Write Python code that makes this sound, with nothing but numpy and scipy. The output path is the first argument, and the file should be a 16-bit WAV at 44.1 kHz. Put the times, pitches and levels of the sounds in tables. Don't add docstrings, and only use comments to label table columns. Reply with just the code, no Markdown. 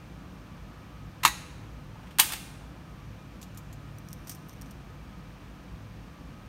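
import sys
import numpy as np
from scipy import signal
from scipy.fft import rfft, irfft
from scipy.io import wavfile

SR = 44100
rng = np.random.default_rng(int(sys.argv[2]) if len(sys.argv) > 2 else 0)


def to_wav(s):
    ch = np.atleast_2d(s).T
    pcm = np.round(np.clip(ch, -1, 1) * 32767)
    wavfile.write(sys.argv[1], SR, pcm.astype(np.int16))


N = 285768
TIME = np.arange(N) / SR
CUTOFF_HZ = 15750

# pitch_hz, gain_db
RUMBLE_COLOUR = [(20, -50.5), (31, -31.5), (40, -8.5), (50, 0), (65, -2.5), (78, -6), (95, -9), (125, -6.5),
                 (175, -4.5), (220, -10.5), (285, -10), (370, -20.5), (480, -44), (900, -63.5)]
AIR_COLOUR = [(200, -12.5), (480, -2.5), (750, -4), (1300, -7), (1750, -8), (2050, -12.5), (2700, -12),
              (3700, -17), (5000, -20.5), (6100, -21), (7600, -28), (9300, -26.5), (10400, -34.5),
              (11400, -30), (14200, -29), (16000, -34.5)]
# pitch_hz, level_db, width_hz
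FAN_TONES = [(56.8, -56, 7.3), (105.9, -54, 3), (145, -55.5, 2.8), (187, -60.5, 16), (500.6, -70.5, 11),
             (1023, -71.5, 12), (1160, -69, 6.1), (2352, -71, 130)]
# pitch_hz, t60_s
HALL_DECAY = [(200, 4), (1000, 1.07), (3000, 0.83), (6500, 0.74), (9200, 0.69), (13700, 0.55)]
# pitch_hz, gain_db
TAIL_COLOUR = [(200, 6.5), (1000, -4.5), (3000, 2), (8000, 3), (16000, -0.5)]

# start_s, level_db, tilt_db_per_octave
BOX_NUDGES = [(3.415, -46.5, -2), (3.428, -43.5, -3), (3.546, -57.5, 0.5), (3.5737, -42.5, 1),
              (3.7279, -49.5, -2)]
# pitch_hz, width_hz, gain_db
BOX_RESONANCES = [(5850, 900, 1), (9050, 900, -2.5), (13300, 1400, -3.5)]
# peak_s, level_db
FINGER_DIPS = [(4.11, -65), (4.28, -62), (4.51, -63), (4.65, -68)]
# start_s, level_db, tilt_db_per_octave, t60_s
PELLET_CLICKS = [(3.9851, -47.5, 6, .016), (4.087, -45.5, 1.5, .016), (4.13, -37, 3, .015),
                 (4.272, -43, -2, .055), (4.281, -43, 0, .035), (4.2952, -33.5, 0, .05),
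                 (4.314, -41, -1, 0.089), (4.3489, -46.5, 5, .045), (4.487, -50, 12, .018),
                 (4.4945, -45, 0, .014), (4.6135, -43, -1, .014), (4.619, -40, -1, .013),
                 (4.66, -51, -5, .03), (4.7091, -48.5, 0, .045)]

# start_s, level_db, tilt_db_per_octave
LATCH_BLOWS = [(1.2325, -29, -3), (1.2352, -21.5, 0), (1.2485, -26, -4), (1.2507, -6.5, 0),
               (1.2775, -23, 4)]
# start_s, level_db, tilt_db_per_octave
LINK_SLIPS = [(1.955, -50, -13), (2.109, -52, -3)]
# start_s, level_db, tilt_db_per_octave
SEAR_BLOWS = [(2.1858, -21.5, 2.5), (2.1939, -15, -3.5), (2.1973, -7, 3), (2.2915, -37, -2),
              (2.302, -35.5, -6), (2.322, -28.5, 0), (2.3345, -27.5, -0.5)]
# pitch_hz, gain_db, t60_s
BARREL_RING = [(846, -2, .17), (911, -5, .13), (991, 2, .15), (1061, 0, .15), (1118, 0, .14),
               (1268, -2, .12), (1624, -5, .2), (1798, -1, .15), (1945, -5, .22), (1980, -4, .15),
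               (2580, -5, .18), (2724, -6, .15), (3730, -9, .18), (3844, -10, .18), (3903, -8, .24),
               (4300, -10, .2), (6325, -14, .22), (6560, -10, .3), (6934, -12, .14), (7214, -14, .17),
               (8436, -16, .13), (9658, -20, .22)]
ACTION_RING = [(888, -8, .15), (1215, -11, .12), (1707, -8, .15), (1820, -4, .09), (2579, -5, .11),
               (2954, -2, .1), (3225, -7, .1), (3467, -8, .12), (3903, -9, .13), (4587, -10, .11),
               (6450, -11, .15), (7239, -8, .1), (8742, -3, .09), (8974, -4, .08), (9211, -7, .09),
               (10960, -4, .06)]
# pitch_hz, gain_db
BOX_BODY = [(1000, -26.5), (3000, -8), (5000, -8.5), (7100, 1), (8200, -5.5), (10700, -9.5), (12200, -1),
            (14200, -8), (16000, -12.5)]
PELLET_BODY = [(1000, -8), (2500, -10), (4400, -6.5), (5800, 1.5), (7100, -5), (9100, -2), (11200, -11),
               (13200, 0), (16000, -14)]
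BARREL_BODY = [(100, -23.5), (340, -14.5), (520, -23.5), (720, -11), (920, 2), (1400, -3.5), (1850, -4),
               (2800, -4), (3350, -12.5), (3850, -2.5), (5000, -15), (6500, -8.5), (7600, -13),
               (13800, -17.5), (15800, -27)]
ACTION_BODY = [(100, -21), (300, -16.5), (550, -14.5), (900, -2.5), (1300, -2.5), (1750, -2), (3100, -1),
               (5200, -7.5), (7500, -8.5), (8900, -4), (10400, -13.5), (11000, -8), (11900, -7),
               (13800, -7), (15800, -15)]


def from_db(db):
    return 10 ** (np.asarray(db) / 20)


def unit_rms(x):
    return x / np.sqrt(np.mean(x ** 2) + 1e-20)


def at_hz(points, hz):
    known_hz, values = np.transpose(points)
    return np.interp(np.log(np.maximum(hz, 1)), np.log(known_hz), values)


def bins(size):
    return np.fft.rfftfreq(size, 1 / SR)


def causal_filter(x, gain):
    cepstrum = irfft(np.log(gain + 1e-9), len(x))
    cepstrum[1:len(x) // 2] *= 2
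    cepstrum[len(x) // 2 + 1:] = 0
    return irfft(rfft(x) * np.exp(rfft(cepstrum)), len(x))


def add(out, start_s, sound):
    start = round(start_s * SR)
    out[start:start + len(sound)] += sound[:N - start]


def noise(gain):
    return unit_rms(irfft(rfft(rng.standard_normal(N)) * gain, N))


def tone(pitch_hz, width_hz):
    return noise(1 / (1 + ((bins(N) - pitch_hz) / width_hz) ** 4))


def fans():
    rumble = from_db(-47.5) * noise(from_db(at_hz(RUMBLE_COLOUR, bins(N))))
    air = from_db(-55) * noise(from_db(at_hz(AIR_COLOUR, bins(N))))
    hum = sum(from_db(level_db) * tone(pitch_hz, width_hz) for pitch_hz, level_db, width_hz in FAN_TONES)
    swing_db, crest_s, period_s = 2, 4.35, 3.3
    swell_db = swing_db * np.cos(2 * np.pi * (TIME - crest_s) / period_s)
    whistle = from_db(-67.5 + swell_db) * tone(pitch_hz=1261, width_hz=11)
    return rumble + air + hum + whistle


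def hall(to_walls, build_s, size=44100):
    t, hz, tail = TIME[:size], bins(size), 0
    white = rfft(rng.standard_normal(size))
    edges_hz = np.geomspace(100, 17000, 13)
    for low, high in zip(edges_hz, edges_hz[1:]):
        centre_hz = np.sqrt(low * high)
        band = irfft(white * ((hz >= low) & (hz < high)), size)
        tail += band * from_db(at_hz(TAIL_COLOUR, centre_hz) - 60 * t / at_hz(HALL_DECAY, centre_hz))
    tail *= 1 - np.exp(-(t / build_s) ** 2)
    return signal.fftconvolve(to_walls, tail / np.linalg.norm(tail))[:N]


def followed_up(blows, t60_s, gap_s, drop_db, loss_db, after_t60_s, after_count):
    hits = []
    uneven_gaps_s = gap_s * rng.uniform(.8, 1.2, (len(blows), after_count))
    for (start_s, level_db, tilt), gaps_s in zip(blows, uneven_gaps_s):
        hits.append((start_s, level_db, tilt, t60_s))
        for k, delay_s in enumerate(np.cumsum(gaps_s)):
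            hits.append((start_s + delay_s, level_db - drop_db - loss_db * k, tilt, after_t60_s))
    return hits


def contacts(hits, body, crack_db, size=22050):
    to_mic, to_walls = np.zeros((2, N))
    t, hz = TIME[:size], bins(size)
    colour = from_db(at_hz(body, hz))
    treble_octaves = np.log2(np.maximum(hz, 800) / 800)
    for start_s, level_db, tilt, t60_s in hits:
        gain = colour * from_db(tilt * treble_octaves)
        gain *= from_db(level_db) / np.sqrt(np.mean(gain[hz < CUTOFF_HZ] ** 2))
        burst = rng.standard_normal(size) * from_db(-60 * t / t60_s)
        burst[0] = from_db(crack_db)
        add(to_mic, start_s, causal_filter(burst, gain))
        impulse = (t == 0) * np.linalg.norm(burst)
        add(to_walls, start_s, causal_filter(impulse, gain))
    return np.array([to_mic, to_walls])


def box_response():
    return sum(from_db(gain_db) / (1 + (2 * (bins(N) - pitch_hz) / width_hz) ** 2)
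               for pitch_hz, width_hz, gain_db in BOX_RESONANCES)


def stirring(ticks_per_s, spread_db, rise_db_per_s, fall_db_per_s):
    ticks = (rng.random(N) < ticks_per_s / SR) * rng.choice([-1, 1], N)
    sizes = from_db(spread_db * rng.standard_normal(N))
    effort = np.zeros(N)
    for peak_s, level_db in FINGER_DIPS:
        below_peak_db = np.maximum(rise_db_per_s * (peak_s - TIME), fall_db_per_s * (TIME - peak_s))
        effort += from_db(level_db - below_peak_db)
    return effort * unit_rms(causal_filter(ticks * sizes, box_response()))


def settling(gap_s, drop_db):
    delays_s = gap_s * rng.uniform(.7, 1.3, len(PELLET_CLICKS))
    neighbours = [(start_s + delay_s, level_db - drop_db, tilt, t60_s)
                  for (start_s, level_db, tilt, t60_s), delay_s in zip(PELLET_CLICKS, delays_s)]
    return PELLET_CLICKS + neighbours


def pellet_box():
    rocking = followed_up(BOX_NUDGES, t60_s=.061, gap_s=.0089, drop_db=11, loss_db=7,
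                       after_t60_s=.04, after_count=2)
    nudges = contacts(rocking, BOX_BODY, crack_db=7)
    bare_clicks = contacts(settling(gap_s=.008, drop_db=12), PELLET_BODY, crack_db=13)
    open_and_boxed = from_db(-2) + from_db(-6) * box_response()
    clicks = np.array([causal_filter(path, open_and_boxed) for path in bare_clicks])
    rustle = stirring(ticks_per_s=400, spread_db=4, rise_db_per_s=230, fall_db_per_s=160)
    to_mic, to_walls = nudges + clicks + rustle
    return to_mic, from_db(-19) * to_walls


def creak(slips, t60_s):
    first, last = np.array(LINK_SLIPS)
    return [(*slip, t60_s) for slip in np.linspace(first, last, slips)]


def ringing(hits, modes, ring_db, split_at_1khz_hz):
    ring = np.zeros(N)
    start_s, level_db, tilt, _ = np.transpose(hits)
    starts = np.round(start_s * SR).astype(int)
    for pitch_hz, gain_db, t60_s in modes:
        fed = np.zeros(N)
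        fed[starts] = from_db(level_db + tilt * np.log2(pitch_hz / 2500)) ** 2
        kept_per_sample = from_db(-60 / (t60_s * SR)) ** 2
        energy = signal.lfilter([1], [1, -kept_per_sample], fed + 1e-18)
        twin_hz = pitch_hz + split_at_1khz_hz * np.sqrt(pitch_hz / 1000) * rng.uniform(-1, 1)
        mode = np.sin(2 * np.pi * pitch_hz * TIME)
        twin = .5 * np.sin(2 * np.pi * (twin_hz * TIME + rng.random()))
        ring += from_db(ring_db + gain_db) * np.sqrt(energy) * (mode + twin)
    return ring


def rifle():
    latch = followed_up(LATCH_BLOWS, t60_s=.03, gap_s=.0065, drop_db=9, loss_db=5,
                     after_t60_s=.055, after_count=4)
    sear = followed_up(SEAR_BLOWS, t60_s=.046, gap_s=.003, drop_db=13, loss_db=0,
                    after_t60_s=.17, after_count=1)
    action = sear + creak(slips=5, t60_s=.13)
    barrel_mic, barrel_walls = contacts(latch, BARREL_BODY, crack_db=10.5)
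    action_mic, action_walls = contacts(action, ACTION_BODY, crack_db=13)
    ring = ringing(latch, BARREL_RING, ring_db=-22.5, split_at_1khz_hz=22)
    ring += ringing(action, ACTION_RING, ring_db=-17.5, split_at_1khz_hz=23)
    to_walls = from_db(-17.5) * barrel_walls + from_db(-14) * action_walls + from_db(-27.5) * ring
    return barrel_mic + action_mic + ring, to_walls


def scene():
    rifle_mic, rifle_walls = rifle()
    box_mic, box_walls = pellet_box()
    reverberation = hall(rifle_walls + box_walls, build_s=.018)
    return (rifle_mic + box_mic + reverberation + fans())[None]


def record(dry):
    rounded = 1.326 * np.tanh(dry / 1.285)
    low_pass = signal.ellip(10, .2, 80, CUTOFF_HZ, fs=SR, output="sos")
    return signal.sosfilt(low_pass, rounded)


dry = scene()
out = record(dry)
to_wav(out)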